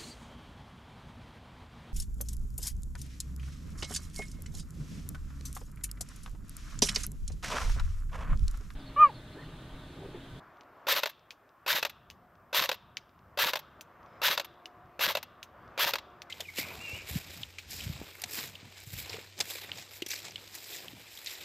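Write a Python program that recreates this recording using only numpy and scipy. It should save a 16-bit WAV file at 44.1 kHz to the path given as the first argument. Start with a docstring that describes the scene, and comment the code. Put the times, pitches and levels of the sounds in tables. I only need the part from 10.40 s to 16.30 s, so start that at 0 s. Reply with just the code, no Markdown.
"""Wind and far rumble, a trigger click, then seven single shots of an electric airsoft rifle on a dry range.
Each shot: gear teeth whir up and draw the piston, air pops, the gears run down, the bolt slams and bounces.
Gears and knocks are pulses and noise through the receiver's resonances; struck metal adds decaying sines.
The trigger clicks after each shot too. Shaped noise makes the wind, the hiss and the trees' faint answer."""
import sys
import numpy as np
from scipy import signal
from scipy.fft import rfft, irfft, next_fast_len
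from scipy.io import wavfile
from scipy.ndimage import uniform_filter1d, map_coordinates

SR = 44100
rng = np.random.default_rng(int(sys.argv[2]) if len(sys.argv) > 2 else 0)


def unload_audio(sound):
    """Save the sound as a 16-bit wav file, at the path given as the first command line argument."""
    columns = np.transpose(np.atleast_2d(sound))
    # keep every value between -1 and 1, then stretch to whole-number steps
    steps = np.round(np.clip(columns, -1, 1) * 32767)
    wavfile.write(sys.argv[1], SR, steps.astype(np.int16))


N = 260158

# Each row: motor start in seconds, gear level in dB, wind-down against wind-up in dB, tooth rate factor,
# whine against load in dB, thump in dB, pop against gears in dB, piston landing level in dB.
SHOTS = [(.470, -24.5, 0.5, 1.01, -6, -5.5, -3, -19), (1.264, -26, 2.5, 1.02, -4, 1.5, -1, -14.5),
         (2.130, -25.5, 1, 1.004, -7.5, 4.5, 3, -12.5), (2.975, -25.5, 2, 0.99, -3.5, 4, 2.5, -14.5),
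         (3.818, -24.5, 0.5, 1.01, -6, 1.5, -1, -11.5), (4.594, -26, 1, 0.96, -5, 4, 3.5, -14.5),
         (5.378, -26, 2, .98, -3.5, 3.5, 3, -13.5)]
# Knocks tied to the gear cycle: clutch, rack caught, rack caught again. Each row: seconds after the start,
# level over the gears in dB, bass in dB, treble in dB, t60 in seconds, ring in dB.
STROKES = [(-.0013, -0.5, -8.5, -10, 0.034, -7), (0.0151, 3.5, -17.5, -13.5, .035, -14.5),
           (.0933, 6, -18.5, -19, 0.041, -15.5)]


def amp(db):
    """Amplitude ratio from dB."""
    return 10 ** (np.asarray(db) / 20)


def unit(x):
    """x scaled to RMS 1."""
    return x / np.sqrt(np.mean(x ** 2) + 1e-20)


def along(points, hz):
    """(Hz, value) points interpolated on a log frequency axis."""
    point_hz, values = np.transpose(points)
    return np.interp(np.log(hz + 1), np.log(point_hz + 1), values)


def wobble(rate_hz):
    """A smooth random curve with rate_hz knots a second."""
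    knots = rng.standard_normal(int(N * rate_hz / SR) + 4)
    return map_coordinates(knots, [np.arange(N) * rate_hz / SR])


def smoothed(x, width, axis):
    """Moving average along one axis."""
    return uniform_filter1d(x, width, axis)


def filtered(x, response):
    """x times a response of frequency, in the spectrum."""
    size = next_fast_len(N + SR // 2)
    spectrum = rfft(x, size) * response(np.fft.rfftfreq(size, 1 / SR))
    return irfft(spectrum, size)[..., :N]


def causal(gain, size=4096):
    """Minimum-phase impulse response of a gain curve, energy 1, by folding the cepstrum."""
    cepstrum = irfft(np.log(gain(np.fft.rfftfreq(size, 1 / SR)) + 1e-6))
    cepstrum[1:size // 2] *= 2
    cepstrum[size // 2 + 1:] = 0
    impulse = irfft(np.exp(rfft(cepstrum)))[:size // 2]
    return impulse / np.linalg.norm(impulse)


def ringing(x, gain):
    """x through a causal filter of that gain shape."""
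    return signal.fftconvolve(x, causal(gain))[:N]


def below(hz, edge_hz):
    """Smooth low-pass gain."""
    return 1 / (1 + (hz / edge_hz) ** 8)


def rush(spectrum, patchy_db):
    """Shaped mid and side noise of joint RMS 1, with time-frequency patches of random gain."""
    # Each row: frequency in Hz, side against mid in dB.
    side_curve = [(30, -27.5), (60, -27.5), (150, -20.5), (700, -18), (2400, -18.5), (4400, -13),
                  (8000, -0.5), (10800, -3), (11400, -17.5), (16000, -23.5)]
    z = signal.stft(rng.standard_normal((2, N)), nperseg=512)[2]
    patches = smoothed(smoothed(rng.standard_normal(z.shape[1:]), 6, 0), 14, 1)
    pair = signal.istft(z * amp(patchy_db * unit(patches)), nperseg=512)[1][:, :N]
    return unit(filtered(pair, lambda hz: amp(along(spectrum, hz)) * amp([0 * hz, along(side_curve, hz)])))


def air():
    """Far rumble, wind in the pines and the camera's hiss: three noises, the first two of drifting level."""
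    # Each row: time in seconds, rumble level in dB, wind level in dB.
    drift = [(0.0, -71, -59.5), (0.54, -75.5, -59), (0.72, -76.5, -67), (1.23, -78, -64.5),
             (1.5, -68.5, -66), (2.74, -69.5, -65), (3.79, -66.5, -58.5), (4.19, -71.5, -61),
             (4.67, -64, -60.5), (5.08, -67, -61), (5.31, -63.5, -58), (5.9, -70, -59.5)]
    # Noise spectra. Each row: frequency in Hz, relative density in dB per Hz.
    rumble_spectrum = [(12, -50), (20, -20), (72, 0), (162, -1.5), (264, -8.5), (289, -21), (400, -19),
                       (520, -43.5), (880, -120)]
    wind_spectrum = [(150, -31), (250, -10), (434, -10), (509, -10), (623, -5.5), (798, -9.5), (1150, -4.5),
                     (1470, -9.5), (1800, -14.5), (1930, -18), (8000, -49), (10400, -86.5), (17600, -120)]
    hiss_spectrum = [(3000, -34), (5000, -5), (6500, -9.5), (9500, -10.5), (11100, -11.5), (11500, -3.5),
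                     (14600, -2.5), (15600, -6), (16000, -25.5), (17000, -59.5)]
    hiss_db = -86.5
    knot_s, *columns = np.transpose(drift)
    t = np.arange(N) / SR
    rumble_db, wind_db = [np.interp(t, knot_s, column) for column in columns]
    rumble = amp(rumble_db + 1.1 * wobble(12)) * rush(rumble_spectrum, patchy_db=2.0)
    wind = amp(wind_db + 0.63 * wobble(4)) * rush(wind_spectrum, patchy_db=1.5)
    return rumble + wind + amp(hiss_db) * rush(hiss_spectrum, patchy_db=1.0)


def hum():
    """A far wavering hum: sine lines of randomly drifting level and phase."""
    # Each row: time in seconds, relative level in dB.
    swell = [(0.0, -69), (1.03, -81.5), (1.46, -67.5), (1.74, -70), (3.57, -71), (3.98, -57.5),
             (5.13, -68.5), (5.59, -60.5), (5.9, -58)]
    # Each row: frequency in Hz, relative level in dB.
    hum_lines = [(719, 1.5), (353.5, -3), (1170, -6.5)]
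    t = np.arange(N) / SR
    lines = sum(amp(db + 2.9 * wobble(12)) * np.sin(2 * np.pi * hz * t + 1.8 * wobble(30))
                for hz, db in hum_lines)
    return amp(np.interp(t, *np.transpose(swell)) - 3.5) * lines


def trills():
    """Thin rough trills: sines of fast random level and phase, each for a moment."""
    # Each row: start in seconds, end in seconds, frequency in Hz, level in dB.
    trill_rows = [(3.67, 3.8, 5150, -79), (3.66, 3.72, 2200, -74)]
    t = np.arange(N) / SR
    out = np.zeros(N)
    for start_s, end_s, hz, db in trill_rows:
        tone = np.sin(2 * np.pi * hz * t + 1.3 * wobble(480))
        out += amp(db + 2.4 * wobble(120)) * tone * (t > start_s) * (t < end_s)
    return out


def trees(x):
    """The range answers late, in uneven patches: x through decaying noise, each frequency at its own rate."""
    # Each row: frequency in Hz, echo colour in dB.
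    leaf_colour = [(300, -25), (1500, -9), (2500, -7.5), (3400, -2), (4300, -8), (5500, -1.5), (8000, -6.5),
                   (16000, -29.5)]
    # Each row: frequency in Hz, t60 in seconds.
    leaf_t60 = [(500, .3), (3300, 0.73), (6000, 0.27), (16000, .15)]
    hz, t, z = signal.stft(rng.standard_normal(SR // 2), SR, nperseg=256)
    patches = smoothed(smoothed(rng.standard_normal(z.shape), 3, 0), 6, 1)
    decay_db = -60 * t / along(leaf_t60, hz)[:, None]
    z = z * amp(along(leaf_colour, hz)[:, None] + 1.9 * unit(patches) + decay_db)
    tail = signal.istft(z, SR, nperseg=256)[1]
    late = np.pad(x, (1500, 0))  # samples
    return signal.fftconvolve(late, tail / np.linalg.norm(tail))[:N]


def burst(t60_s, spike_db, rise_s):
    """Decaying noise with one sharp spike just after its start."""
    t = np.arange(SR // 8) / SR
    x = rng.standard_normal(len(t)) * amp(-60 * t / np.clip(t60_s, .005, .2)) * (1 - np.exp(-t / rise_s))
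    x[30] += amp(spike_db)
    return x


def clicks():
    """Trigger clicks and faint ticks: a sharp snap, a short fizz, and the ring of small steel parts."""
    # Trigger clicks, one before the first shot and the rest after shots. Each row: start in seconds,
    # level in dB, treble in dB, t60 in seconds.
    trigger = [(0.2091, -39.5, -36.5, .05), (0.9065, -28, -22.5, .082), (1.7009, -31.5, -15, 0.036),
               (1.7098, -41, -19, 0.1), (2.5698, -17.5, -32, .058), (3.4093, -31.5, -9, 0.057),
               (4.2568, -29.5, -21.5, .059), (5.029, -26.5, -18, 0.065), (5.8191, -26.5, -22, .05)]
    # Faint ticks. Each row: start in seconds, level in dB.
    ticks = [(.17, -55.5), (0.234, -54), (.794, -53.5), (1.0913, -53.5), (1.954, -55.5), (2.6932, -54),
             (2.791, -54), (3.6303, -52.5), (3.6611, -52), (4.1405, -56), (4.458, -59), (5.2779, -51),
             (5.7014, -56)]
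    # Ring of the trigger parts. Each row: frequency in Hz, level in dB, longest t60 in seconds.
    sear_modes = [(1970, -10, 0.018), (2670, 4.5, 0.038), (3190, -5, 0.016), (4860, -3, .025),
                  (5880, -4, 0.023)]
    # Snap colour. Each row: frequency in Hz, relative density in dB per Hz.
    snap_colour = [(530, -39.5), (900, -27.5), (1540, -6), (2790, 2.5), (3880, -0.5), (4650, -3),
                   (6230, -6.5), (8550, -28.5), (14800, -22), (16500, -43.5)]
    tick_treble_db, tick_t60_s = -31, .05
    snap_over_fizz_db, mode_scatter_db = 27, 3.5
    out, ring, t = np.zeros((2, N + SR)), np.zeros(N + SR), np.arange(SR // 10) / SR
    for start_s, db, treble_db, t60_s in trigger + [(s, db, tick_treble_db, tick_t60_s) for s, db in ticks]:
        low = burst(t60_s, snap_over_fizz_db, 0.0012)
        high = amp(treble_db + 14.0) * burst(t60_s, 6.6, 0.00093)
        i = round(start_s * SR)
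        out[:, i:i + len(low)] += amp(db - 20.5) * np.array([low, high])
        for hz, mode_db, life_s in sear_modes:
            life_s = min(life_s, t60_s * .4)  # the ring dies before the fizz
            mode = np.sin(2 * np.pi * hz * rng.normal(1, 0.082) * t)
            level_db = db - 20 + mode_db + rng.normal(0, mode_scatter_db)
            ring[i + 30:i + 30 + len(t)] += amp(level_db - 60 * t / life_s) * mode  # from the spike on

    def colour(hz):
        return amp(along(snap_colour, hz))

    return (ringing(out[0], lambda hz: colour(hz) * below(hz, 8900))
            + ringing(out[1], lambda hz: colour(hz) * (1 - below(hz, 7100))) + ring[:N])


def receiver(hz):
    """Gain of the gun body: a broad colour with resonances on top."""
    # Each row: frequency in Hz, relative density in dB per Hz.
    broad = [(60, -53), (300, -25), (450, -11.5), (700, -6.5), (1600, -2), (3400, -5), (6300, -11),
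             (7300, -16.5), (9500, -19.5), (11000, -18), (11600, -10.5), (14200, -9), (15700, -18.5),
             (16200, -44.5), (16800, -57)]
    # Each row: centre in Hz, width in Hz, height in dB.
    resonances = [(571.4, 97, 8.5), (920, 290, 6.5), (1400, 140, -5.5), (2720, 220, 3.5), (3830, 780, 5.5),
                  (4770, 210, 2.5), (6100, 460, -1.5), (12240, 1400, 6.5)]
    peaks_db = sum(db / (1 + (2 * (hz - centre_hz) / width_hz) ** 2) for centre_hz, width_hz, db in resonances)
    return amp(along(broad, hz) + peaks_db)


def in_three_bands(bass, middle, treble):
    """Each excitation sounds through its own part of the receiver's response."""
    return (ringing(bass, lambda hz: receiver(hz) * below(hz, 800))
            + ringing(middle, lambda hz: receiver(hz) * (1 - below(hz, 730)) * below(hz, 8500))
            + ringing(treble, lambda hz: receiver(hz) * (1 - below(hz, 8500))))


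def blows():
    """Every knock in the receiver: start in s, level dB, bass dB, treble dB, t60 in s, ring dB."""
    # The bolt slams home and bounces twice. Each row: slam in seconds, level in dB, first flight in seconds,
    # bounce level in dB, second flight in seconds, bounce level in dB.
    slams = [(.633, -14.5, .0243, -18.5, .0137, -26.5), (1.4273, -16, .0221, -15.5, 0.015, -29),
             (2.291, -14.5, .0234, -19, .0122, -26.5), (3.1335, -17.5, .0216, -18.5, 0.014, -26.5),
             (3.9761, -16, .0206, -19, 0.014, -31.5), (4.751, -17, .0185, -19.5, .0119, -31),
             (5.5353, -15, .0195, -20, .012, -37)]
    # Slam and its two bounces. Each row: bass in dB, treble in dB, t60 in seconds, ring in dB.
    bolt_voices = [(-14.5, -13.5, 0.038, -11.5), (-13.5, -13.5, 0.039, -14.5), (-16.5, -10.5, .042, -21)]
    # A loose part rattles last. Each row: start in seconds, level in dB, treble in dB.
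    rattles = [(0.6917, -33, -3.5), (0.6963, -32.5, 0), (.7124, -46, -14), (1.4958, -30, -5),
               (2.3421, -30.5, -5), (3.1907, -30.5, -1.5), (4.0454, -30.5, -1.5), (4.8283, -28, -5),
               (5.584, -27.5, -17)]
    # Piston landing: bass in dB, treble in dB, t60 in seconds, ring in dB.
    landing_voice = (-24, -14, 0.03, -19.5)
    landing_s = .0635  # after the start
    rattle_bass_db, rattle_t60_s, rattle_ring_db = -32, 0.039, -34
    rows = [(shot[0] + after_s, shot[1] + db, *voice) for shot in SHOTS for after_s, db, *voice in STROKES]
    rows += [(shot[0] + landing_s, shot[-1], *landing_voice) for shot in SHOTS]
    for start_s, db, first_s, first_db, second_s, second_db in slams:
        times_s = [start_s, start_s + first_s, start_s + first_s + second_s]
        hits = zip(times_s, [db, first_db, second_db], bolt_voices)
        rows += [(at_s, hit_db, *voice) for at_s, hit_db, voice in hits]
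    rows += [(s, db, rattle_bass_db, treble_db, rattle_t60_s, rattle_ring_db) for s, db, treble_db in rattles]
    return rows


def knocks():
    """Piston, bolt and loose parts hit the receiver: spiked noise, and modes of new strength each time."""
    # Ring of the struck receiver. Each row: frequency in Hz, level in dB, longest t60 in seconds.
    metal_modes = [(568, -2, 0.076), (1020, -6, 0.018), (1446, 4.5, 0.02), (2287, -6, 0.0092),
                   (2587, 3.5, 0.027), (3300, -6.5, 0.02), (3680, -10.5, 0.065), (4600, -18, 0.018),
                   (6100, -18, .02)]
    ring_rise_s = .0006
    out, ring, t = np.zeros((3, N + SR)), np.zeros(N + SR), np.arange(SR // 10) / SR
    for start_s, db, bass_db, treble_db, t60_s, ring_db in blows():
        rise_s = np.interp(db, [-33, -28], [.003, .0009])  # faint knocks start softly, loud ones sharply
        bass = amp(bass_db + 6.5) * burst(1.23 * t60_s, 6.3, rise_s)
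        middle = burst(t60_s, 12 - 1500 * rise_s, rise_s)
        treble = amp(treble_db + 5.0) * burst(0.71 * t60_s, 3 - 1500 * rise_s, 2.7 * rise_s)
        i = round(start_s * SR)
        out[:, i:i + len(bass)] += amp(db - 6.5) * np.array([bass, middle, treble])
        for hz, mode_db, life_s in metal_modes:
            life_s = min(life_s, t60_s * 1.3)  # hands damp the ring
            low_db = (bass_db + 13.0) * (hz < 800)
            mode = np.sin(2 * np.pi * hz * rng.normal(1, 0.038) * t) * (1 - np.exp(-t / ring_rise_s))
            level_db = db + ring_db + mode_db + low_db + rng.normal(0, 1.5)
            ring[i:i + len(t)] += amp(level_db - 60 * t / life_s) * mode
    return in_three_bands(*out[:, :N]) + ring[:N]


def gears():
    """Uneven tooth strikes at the tooth rate over sliding noise and a whine; one air pop and thumps a shot."""
    # One gear cycle. Each row: seconds after the start, tooth rate in Hz at factor 1, load in dB.
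    cycle = [(0, 698, -20), (.011, 893.3, -10), (.017, 999.6, -4), (.03, 1478, -2), (.045, 1676, 0.5),
             (.058, 1795, -0.5), (.062, 1790, -9), (.068, 1800, -12), (.078, 1771, -13), (.096, 1630, -7),
             (.12, 897, -9.5), (.13, 657, -12.5), (0.14, 596, -22.5), (.15, 549, -29.5), (.162, 514, -21),
             (0.171, 448, -57.5)]
    # Piston and recoil push the stock. Each row: seconds after the start, frequency in Hz,
    # level against the gears in dB, t60 in seconds.
    thumps = [(.058, 149.4, -20, 0.04), (.079, 171.2, -17.5, 0.044), (.082, 330, -16, .04)]
    # Strikes emerge from the sliding between these two tooth rates in Hz.
    slur_hz = (600, 1100)
    pop_s = .0715  # air leaves the muzzle, after the start
    clean_full, clean_per_db = 0.79, 0.08  # share of distinct strikes at 0 dB load, change per dB of load
    knee_db = -10.5  # under this load the teeth barely mesh: whine and treble fall away
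    whine_falls, treble_falls = 3.1, 0.74  # dB per dB under the knee
    bass_db, full_treble_db = -9.5, -8.5
    idle_treble_db = -8  # until the rack is caught
    treble_teeth = .3  # part of the strike share that reaches the treble

    out, direct = np.zeros((3, N + SR)), np.zeros(N + SR)
    knot_s, *columns = np.transpose(cycle)
    t = np.arange(SR // 5) / SR
    hz, load_db = [np.interp(t, knot_s, column) for column in columns]
    clean = np.clip(clean_full + clean_per_db * load_db, 0, 1) * np.interp(hz, slur_hz, [0, 1])
    shares = clean * np.array([[1], [1], [treble_teeth]])
    idle_db = idle_treble_db * (t < STROKES[1][0])
    slack_db = np.clip(load_db - knee_db, -8, 0)
    treble_db = full_treble_db + treble_falls * slack_db + idle_db
    band_gain = amp([bass_db + 0 * t, 0 * t, treble_db])
    for start_s, db, down_db, speed, whine_db, thump_db, pop_db, _ in SHOTS:
        turns = np.cumsum(hz * speed) / SR  # teeth passed
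        draw = rng.standard_normal((len(t), 6))
        count = np.arange(1, int(turns[-1]))
        at = np.interp(count + 0.093 * draw[count, 0], turns, np.arange(len(t))).astype(int)
        teeth = np.zeros(len(t))
        # sqrt keeps the strikes' power even as the rate varies
        teeth[at] = amp(2.3 * np.clip(draw[count, 1], -2, 2)) * np.sqrt(SR / hz[at]) * 0.85
        slow = unit(smoothed(smoothed(draw[:, 3:], 70, 0), 70, 0))
        sliding = amp(2.2 * slow[:, 0]) * draw[:, 2]  # grips and slips
        level = amp(db + load_db + down_db * (t > pop_s))
        drive = level * (np.sqrt(shares) * teeth + np.sqrt(1 - shares) * sliding)
        phase = 2 * np.pi * turns + 1.0 * slow[:, 1]
        waver = amp(3.5 * slow[:, 2])
        tone = np.sin(phase) + amp(-10) * np.sin(2 * phase)
        whine = level * amp(whine_db + whine_falls * slack_db) * waver * tone
        i = round(start_s * SR)
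        out[:, i:i + len(t)] += drive * band_gain
        out[:, i + round(pop_s * SR)] += amp(db + pop_db) * amp([8, 17.5, 5])  # pop: bass, middle, treble
        direct[i:i + len(t)] += whine
        for delay_s, push_hz, push_db, t60_s in thumps:
            push = amp(db + push_db + thump_db - 60 * t / t60_s) * np.sin(2 * np.pi * push_hz * t)
            direct[i + round(delay_s * SR):][:len(t)] += push * (1 - np.exp(-t / 0.0013))
    return in_three_bands(*out[:, :N]) + direct[:N]


def scene():
    """Gun, echo, trills and hum get a diffuse side signal; air joins; mid and side become stereo."""
    # Each row: frequency in Hz, side against mid in dB.
    side_curve = [(60, -32), (200, -27.5), (700, -31), (1300, -26), (2400, -18.5), (4400, -16.5),
                  (8000, -2), (10800, 0.5), (11400, -26), (16000, -31)]
    # Each row: frequency in Hz, left minus right in dB.
    lean = [(60, 0), (110, 1), (200, 2), (380, 1.0), (700, 0.5), (1290, 0.5), (2380, 1.5), (4400, 0),
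            (8120, 2), (15000, -0.5)]
    gun = gears() + knocks() + clicks()
    gun = gun + amp(-33.5) * trees(gun) + trills() + hum()
    # random phases in each short frame make a diffuse side signal
    z = signal.stft(gun, nperseg=128)[2]
    diffuse = signal.istft(z * np.exp(2j * np.pi * rng.random(z.shape)), nperseg=128)[1][:N]
    side = amp(0.5) * filtered(diffuse, lambda hz: amp(along(side_curve, hz)))
    mid, side = np.array([gun, side]) + air()
    stereo = np.array([mid + side, mid - side])
    return filtered(stereo, lambda hz: amp(np.outer([.5, -.5], along(lean, hz))))


def record(dry):
    """The camera keeps nothing above its band limit: a sharp cut in the spectrum."""
    top_hz = 16800
    return filtered(dry, lambda hz: hz < top_hz)


dry = scene()
out = record(dry)
unload_audio(out)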